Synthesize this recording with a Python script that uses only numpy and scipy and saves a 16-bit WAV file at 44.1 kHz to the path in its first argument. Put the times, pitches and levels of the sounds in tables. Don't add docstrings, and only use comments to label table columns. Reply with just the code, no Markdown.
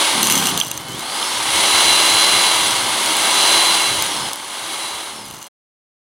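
import sys
import numpy as np
from scipy import signal
from scipy.fft import rfft, irfft, next_fast_len
from scipy.io import wavfile

SR = 44100
rng = np.random.default_rng(int(sys.argv[2]) if len(sys.argv) > 2 else 0)


def int16_out(signal):
    q = np.round(np.clip(np.atleast_2d(signal).T, -1, 1) * 32767)
    wavfile.write(sys.argv[1], SR, q.astype(np.int16))


N = 266672


def from_db(db):
    return 10 ** (np.asarray(db) / 20)


def rms_one(x):
    return x / np.sqrt(np.mean(x ** 2) + 1e-20)


def seconds():
    return np.arange(N) / SR


def bins():
    return np.maximum(np.fft.rfftfreq(next_fast_len(N), 1 / SR), 1)


def shaped(x, gain):
    size = next_fast_len(N)
    return irfft(rfft(x, size) * gain, size)[..., :N]


def along_hz(points):
    hz, db = np.transpose(points)
    return np.interp(np.log(bins()), np.log(hz), db)


def drift(rate_hz):
    return rms_one(shaped(rng.standard_normal(N), 1 / (1 + (bins() / rate_hz) ** 2)))


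def spell(start, end, attack_s, release_s):
    t = seconds()
    rise = np.clip((t - start) / attack_s + .5, 0, 1)
    return rise * np.exp(-np.maximum(t - end, 0) / release_s)


def resonance(hz, centre_hz, width_hz):
    return 1 / np.hypot(1, 2 * (hz - centre_hz) / width_hz)


def strike(clicks, modes):
    out = np.zeros(N)
    for k, (hz, db, t60) in enumerate(modes):
        radius = from_db(-60 / (t60 * SR))
        angle = 2 * np.pi * hz / SR
        force = clicks * from_db(db + 3 * rng.standard_normal(N))
        ringing = [1, -2 * radius * np.cos(angle), radius * radius]
        out += (-1) ** k * signal.lfilter([0, np.sin(angle)], ringing, force + 1e-18)
    return out


def grains(per_s, spread_db):
    sizes = from_db(spread_db * np.minimum(rng.exponential(1, N), 4)) * rng.choice([-1, 1], N)
    return sizes * (rng.random(N) < per_s / SR)


def crumbling(rows, decay_s):
    age = np.arange(SR // 40) / SR
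    out = np.zeros(N)
    for s, db in rows:
        burst = rng.standard_normal(len(age)) ** 3 * np.exp(-age / decay_s)
        start = round(s * SR)
        out[start:start + len(age)] += from_db(db) * burst / np.linalg.norm(burst)
    return out


# (frequency [Hz], relative level per Hz [dB])
CHURN_SPECTRUM = [(25, -26.5), (50, -26.5), (90, -18.5), (200, -9), (450, -7.5), (850, 1), (1200, -2),
                  (1750, -6.5), (3300, 2.5), (5400, -8.5), (7600, -15), (10500, -7), (12000, -21.5),
                  (16000, -26.5)]
# (frequency [Hz], width [Hz], boost [dB])
HOUSING_PEAKS = [(314, 180, 2), (574, 46, 3), (789, 21, 4), (984, 460, 6), (1228, 200, 3.5), (1575, 140, 5),
                 (1988, 76, 3), (2080, 74, 3.5), (2174, 41, 10.5), (2767, 27, 0), (3010, 260, 4.5),
                 (3380, 480, 4.5), (4120, 320, 7), (4830, 1300, 6.5), (6034, 150, 7), (6280, 130, 5.5),
                 (6970, 230, 4.5), (8040, 180, 7.5), (8720, 130, 6), (9060, 220, 5), (9860, 270, 5.5),
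                 (12950, 300, 3.5), (13950, 350, 4.5), (15430, 300, 3.5)]


def housing_band(x, low_hz, high_hz):
    f = bins()
    peaks_db = sum(db / (1 + (2 * (f - hz) / width) ** 2) for hz, width, db in HOUSING_PEAKS)
    colour_db = along_hz(CHURN_SPECTRUM) + peaks_db
    band = ((1 + (low_hz / f) ** 16) * (1 + (f / high_hz) ** 16)) ** -.5
    return rms_one(shaped(x, from_db(colour_db) * band))


# (time of the peak [s], length [s], level [dB])
WIND_GUSTS = [(1.385, .07, -46), (1.552, 0.11, -40.5), (1.748, .04, -39.5), (1.9, 0.086, -39.5),
              (2.145, 0.044, -38.5), (2.357, .05, -40), (2.598, 0.078, -42.5), (2.817, 0.17, -41.5),
              (3.955, .13, -38), (4.224, 0.13, -45), (4.94, 0.045, -49), (5.32, .1, -47)]
BREEZE_DB, BREEZE_SWING_DB = -60.5, 6


def wind(apart_share=.4):
    t = seconds()
    gusts = sum(from_db(db) * np.exp(-2 * ((t - s) / length) ** 2) for s, length, db in WIND_GUSTS)
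    breeze = from_db(BREEZE_DB + BREEZE_SWING_DB * drift(3.6))
    common = housing_band(rng.standard_normal(N), 28, 135)
    apart = housing_band(rng.standard_normal(N), 30, 190)
    return np.hypot(gusts, breeze) * (common + apart_share * apart * np.array([[1], [-1]]))


# (frequency [Hz], side against mid [dB])
SIDE_SPECTRUM = [(30, -26), (100, -41), (300, -22.5), (700, -23.5), (1300, -15), (2500, -27.5),
                 (14000, -89.5)]


def yard(mid):
    age = np.arange(SR // 10) / SR
    echoes = rng.standard_normal(len(age)) * np.exp(-age / .02)
    scattered = signal.fftconvolve(mid, echoes / np.linalg.norm(echoes))[:N]
    return shaped(scattered, from_db(along_hz(SIDE_SPECTRUM)))


# (time [s], strength [dB], left minus right [dB])
LUMPS = [(.426, -9, 0), (0.454, -5, 0), (0.485, -10, 1.5), (0.613, 0, -15.5), (.6795, -21, 9),
         (1.2279, -14, -27), (4.18, -20.5, -26)]
# (frequency [Hz], average level [dB], 60 dB decay time [s])
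PLASTIC_MODES = [(2300, -19, .008), (3100, -4, .009), (3420, -3, .008)]


def knocks():
    out = np.zeros((2, N))
    for s, db, pan_db in LUMPS:
        click = np.zeros(N)
        click[round(s * SR)] = from_db(db)
        out += from_db([[pan_db / 2], [-pan_db / 2]]) * strike(click, PLASTIC_MODES)
    return out


# (time [s], level [dB])
ROAR_CURVE = [(0.0, -19.5), (0.2, -22.0), (0.5, -24.5), (0.59, -27), (0.65, -34.5), (0.86, -34.5),
              (1.19, -25.5), (1.45, -24.0), (1.55, -20), (1.8, -18), (2.45, -19), (2.9, -23), (3.55, -17.5),
              (3.8, -21), (4.29, -28), (4.35, -33.5), (4.8, -29), (5.05, -32.5), (5.2, -37), (5.47, -43)]
FULL_ROAR_DB = -18


def roar_level():
    s, db = np.transpose(ROAR_CURVE)
    return np.interp(seconds(), s, db)


# (time of the deepest sag [s], hold [s], sag [turns per s], build-up [s])
SNOW_PUSHES = [(0.826, 0.1, 169, 0.43), (2.898, 0.002, 39.08, 0.234), (4.29, 0.025, 56.746, 0.205),
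               (5.434, 0.038, 149, 0.2)]
FREE_TURNS_PER_S, RECOVER_S, BOG_SHAPE = 337.3, .249, 1.468


def shaft_speed():
    t = seconds()
    speed = np.full(N, FREE_TURNS_PER_S)
    for s, hold, sag, build in SNOW_PUSHES:
        bogging = (np.maximum(s - t, 0) / build) ** BOG_SHAPE
        recovery = np.maximum(t - s - hold, 0) / RECOVER_S
        speed -= sag * np.exp(-bogging - recovery)
    return speed * (1 + 0.00074 * drift(6.4))


# (start [s], end [s], grit level [dB])
ICE_GRINDS = [(.24, .272, -20.5), (.305, .5, -22), (.585, .6, -24.5), (.62, .74, -33.5), (.87, 1.02, -40),
              (3.95, 4.06, -38), (5.26, 5.46, -41.5)]
GRIND_ATTACK_S, GRIND_RELEASE_S = 0.0074, 0.041
LOOSE_GRIT_DB = -30.5


def grit_level(roar_db):
    grinding = sum(from_db(db) * spell(start, end, GRIND_ATTACK_S, GRIND_RELEASE_S)
                   for start, end, db in ICE_GRINDS)
    return 20 * np.log10(np.hypot(grinding, from_db(roar_db + LOOSE_GRIT_DB)))


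TICKS_PER_S, TICK_DB, TICK_DECAY_S = 210, -18, .0007
TICK_FOLLOWS = 0.45


def pellets(grit_db):
    puff = np.exp(-np.arange(SR // 200) / SR / TICK_DECAY_S)
    envelope = signal.lfilter(puff, 1, grains(per_s=TICKS_PER_S, spread_db=2.5))
    bursts = envelope * rng.standard_normal(N)
    return from_db(TICK_DB + TICK_FOLLOWS * grit_db) * rms_one(bursts)


# (time [s], relative level [dB])
ICE_SPECKS = [(2.1146, -12), (2.7123, -9), (3.0605, -2), (3.1683, 2), (4.0233, 3), (4.0647, -5),
              (4.3331, -4), (4.358, -9)]


def ticks(grit_db):
    small = pellets(grit_db) + from_db(9) * crumbling(ICE_SPECKS, TICK_DECAY_S)
    bright = signal.butter(1, [4000, 12000], "band", fs=SR, output="sos")
    return signal.sosfilt(bright, small)


# (time [s], relative level [dB])
ICE_CHIPS = [(0.2295, 7), (0.2706, 2), (0.2992, 5), (0.3226, 4.5), (0.354, 0), (0.3767, -3), (0.47, 3),
             (0.576, 1), (0.601, -0.5), (0.648, -12), (0.714, -2.5), (0.7757, -7), (0.994, -11),
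             (5.2545, -18), (5.3104, -16)]
CHIP_DECAY_S = .0012
# (frequency [Hz], average level [dB], 60 dB decay time [s])
SCRAPER_MODES = [(2825, -13, .035), (3100, -8, .006), (4200, -10, .008), (6110, -5, .017), (7330, -8, .007),
                 (8130, -7, .005), (8930, -8, .009), (9560, -3, .005), (11450, -9, .007), (14220, -9, .009),
                 (15100, -17, .007)]


def scraper(grit_db, soft_hz=7000):
    clumps = grains(per_s=2200, spread_db=2.8) * from_db(2.5 * drift(110))
    hard = rms_one(strike(clumps, SCRAPER_MODES))
    soft = signal.sosfilt(signal.butter(2, soft_hz, fs=SR, output="sos"), hard)
    force = np.clip((grit_db + 32) / 10, 0, 1)
    grit = from_db(grit_db) * (force * hard + (1 - force) * soft)
    chips = crumbling(ICE_CHIPS, CHIP_DECAY_S)
    ringing = from_db(-9.5) * strike(chips, SCRAPER_MODES)
    crack_band = signal.butter(2, [1800, 10500], "band", fs=SR, output="sos")
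    crack = from_db(7.5) * signal.sosfilt(crack_band, chips)
    return grit + ringing + crack


def paddle_beats(paddle):
    uneven_db = 1.3 * drift(40)
    return np.diff(np.floor(paddle), prepend=0) * from_db(uneven_db + 3.5 * np.cos(np.pi * paddle))


# (start [s], end [s], level [dB], share of paddle beats [0-1])
PACKED_BITES = [(0.137, 0.575, -28.5, 0.05), (0.634, .9, -40.5, 0.3), (.9, 0.978, -35, 0.6),
                (2.798, 3.1, -42, 0.3), (3.92, 4.278, -40.5, 0), (5.123, 5.385, -44.5, .9)]
BITE_ATTACK_S, BITE_RELEASE_S = 0.046, 0.026
BUMP_DB = -15
# (multiple of its turning rate, level against the bite [dB])
ROTOR_DRONE = [(3, -14.5), (5, -8.5), (6, -8.5), (7, -11), (8, -12.5)]


def bites(paddle, scoop_hz=212, scoop_width_hz=55):
    third = 3 * paddle
    third_hz = np.gradient(third) * SR
    boom = np.sin(2 * np.pi * third) * resonance(third_hz, scoop_hz, scoop_width_hz)
    growl = 0.83 * housing_band(paddle_beats(paddle), 190, 400) + 0.48 * boom
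    drone = sum(from_db(db + 3.3 * drift(12)) * np.sin(np.pi * k * paddle) for k, db in ROTOR_DRONE)
    crunch = 0.7 * housing_band(rng.standard_normal(N), 150, 420)
    bumps = from_db(BUMP_DB) * housing_band(paddle_beats(paddle), 72, 150)
    out = np.zeros(N)
    for start, end, db, share in PACKED_BITES:
        beats = np.clip(share, 0, 1)
        sound = np.sqrt(beats) * growl + np.sqrt(1 - beats) * crunch + drone + bumps
        out += from_db(db) * spell(start, end, BITE_ATTACK_S, BITE_RELEASE_S) * sound
    return out


# (frequency [Hz], average level [dB], 60 dB decay time [s])
CASING_MODES = [(2035, -5, .04), (2135, 0, .02), (2230, -2, .04), (2790, -1, .045), (6040, -6, .025),
                (10000, -2, .012)]


def casing(speed, roar_db):
    shake_db = roar_db - 7 + 90 * np.log10(speed / FREE_TURNS_PER_S)
    return from_db(shake_db) * rms_one(strike(rng.standard_normal(N), CASING_MODES))


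def order(k, turns):
    tone = np.sin(2 * np.pi * k * turns + 0.25 * drift(25))
    return np.sqrt(2) * tone * from_db(1.4 * drift(13.0))


# (multiple of shaft speed, level within the hum [dB])
SHAFT_HUM = [(1, -16.5), (1.228, -18), (1.72, -20), (2, -20.5), (3, -12.5)]
MAINS_HZ = 60


def hum(turns, load_db, hum_db=-20.5):
    shaft = sum(from_db(db) * order(k, turns) for k, db in SHAFT_HUM)
    mains = 2 * np.pi * MAINS_HZ * seconds()
    buzz = from_db(-32) * np.sin(mains) + from_db(-28.5) * np.sin(2 * mains)
    return from_db(hum_db + load_db) * (shaft + buzz)


# (start [s], end [s], level [dB])
FAN_WHISTLES = [(.73, 0.878, -44), (0.904, 1.362, -37.5), (4.08, 4.26, -40), (5.14, 5.252, -45.5)]
WHISTLE_ATTACK_S, WHISTLE_RELEASE_S = .05, 0.035
FAN_BLADES, WHISTLE_OCTAVE_DB = 18, -14


def fan(turns):
    strain = sum(from_db(db) * spell(start, end, WHISTLE_ATTACK_S, WHISTLE_RELEASE_S)
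                 for start, end, db in FAN_WHISTLES)
    octave = from_db(WHISTLE_OCTAVE_DB) * order(2 * FAN_BLADES, turns)
    return strain * (order(FAN_BLADES, turns) + octave)


# (multiple of shaft speed, resonance [Hz], width [Hz],
# level at full roar on resonance [dB], share of the roar's swing)
MOTOR_TONES = [(8.33, 2810, 69, -27.5, 1.8), (12, 4040, 150, -20, 1), (18, 6030, 650, -34, 1.3)]


def whine(turns, speed, load_db):
    return sum(from_db(db + share * load_db) * resonance(k * speed, hz, width) * order(k, turns)
               for k, hz, width, db, share in MOTOR_TONES)


# (low edge [Hz], high edge [Hz], level at full roar and free speed [dB],
# share of the roar's swing, tilt [dB per octave of speed])
SNOW_RANGES = [(155.3, 412, -36, 0.87, -3), (460, 1883, -21, 0.9, 0), (1780, 7830, -17, 1.11, 2.5),
               (6750, 17000, -20.5, 1, 5.5)]


def snow(paddle, speed, load_db):
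    each_paddle_db = 0.21 * np.cos(2 * np.pi * paddle)
    each_turn_db = .5 * np.cos(np.pi * paddle)
    throw = from_db(each_paddle_db + each_turn_db + 0.42 * drift(48))
    impacts = rms_one(grains(per_s=9000, spread_db=3.0))
    crystals = throw * (impacts + 1.01 * rng.standard_normal(N))
    octaves = np.log2(speed / FREE_TURNS_PER_S)
    return sum(from_db(db + share * load_db + tilt * octaves) * housing_band(crystals, low, high)
               for low, high, db, share, tilt in SNOW_RANGES)


PADDLES_PER_TURN = .2456


def scene():
    speed = shaft_speed()
    turns = np.cumsum(speed) / SR
    paddle = turns * PADDLES_PER_TURN
    roar_db = roar_level()
    load_db = roar_db - FULL_ROAR_DB
    grit_db = grit_level(roar_db)
    ice = scraper(grit_db) + ticks(grit_db)
    motor = hum(turns, load_db) + whine(turns, speed, load_db) + fan(turns)
    mid = ice + bites(paddle) + casing(speed, roar_db) + motor + snow(paddle, speed, load_db)
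    side = yard(mid)
    machine = np.array([mid + side, mid - side]) * from_db([[-.1], [.1]])
    return wind() + knocks() + machine


STOP_S, CUTOFF_HZ = 5.485, 15900


def record(dry):
    running = np.clip((STOP_S - seconds()) / 0.012, 0, 1)
    clipped = np.clip(dry * running, -.88, .88)
    return signal.sosfilt(signal.ellip(10, .1, 80, CUTOFF_HZ, fs=SR, output="sos"), clipped)


dry = scene()
out = record(dry)
int16_out(out)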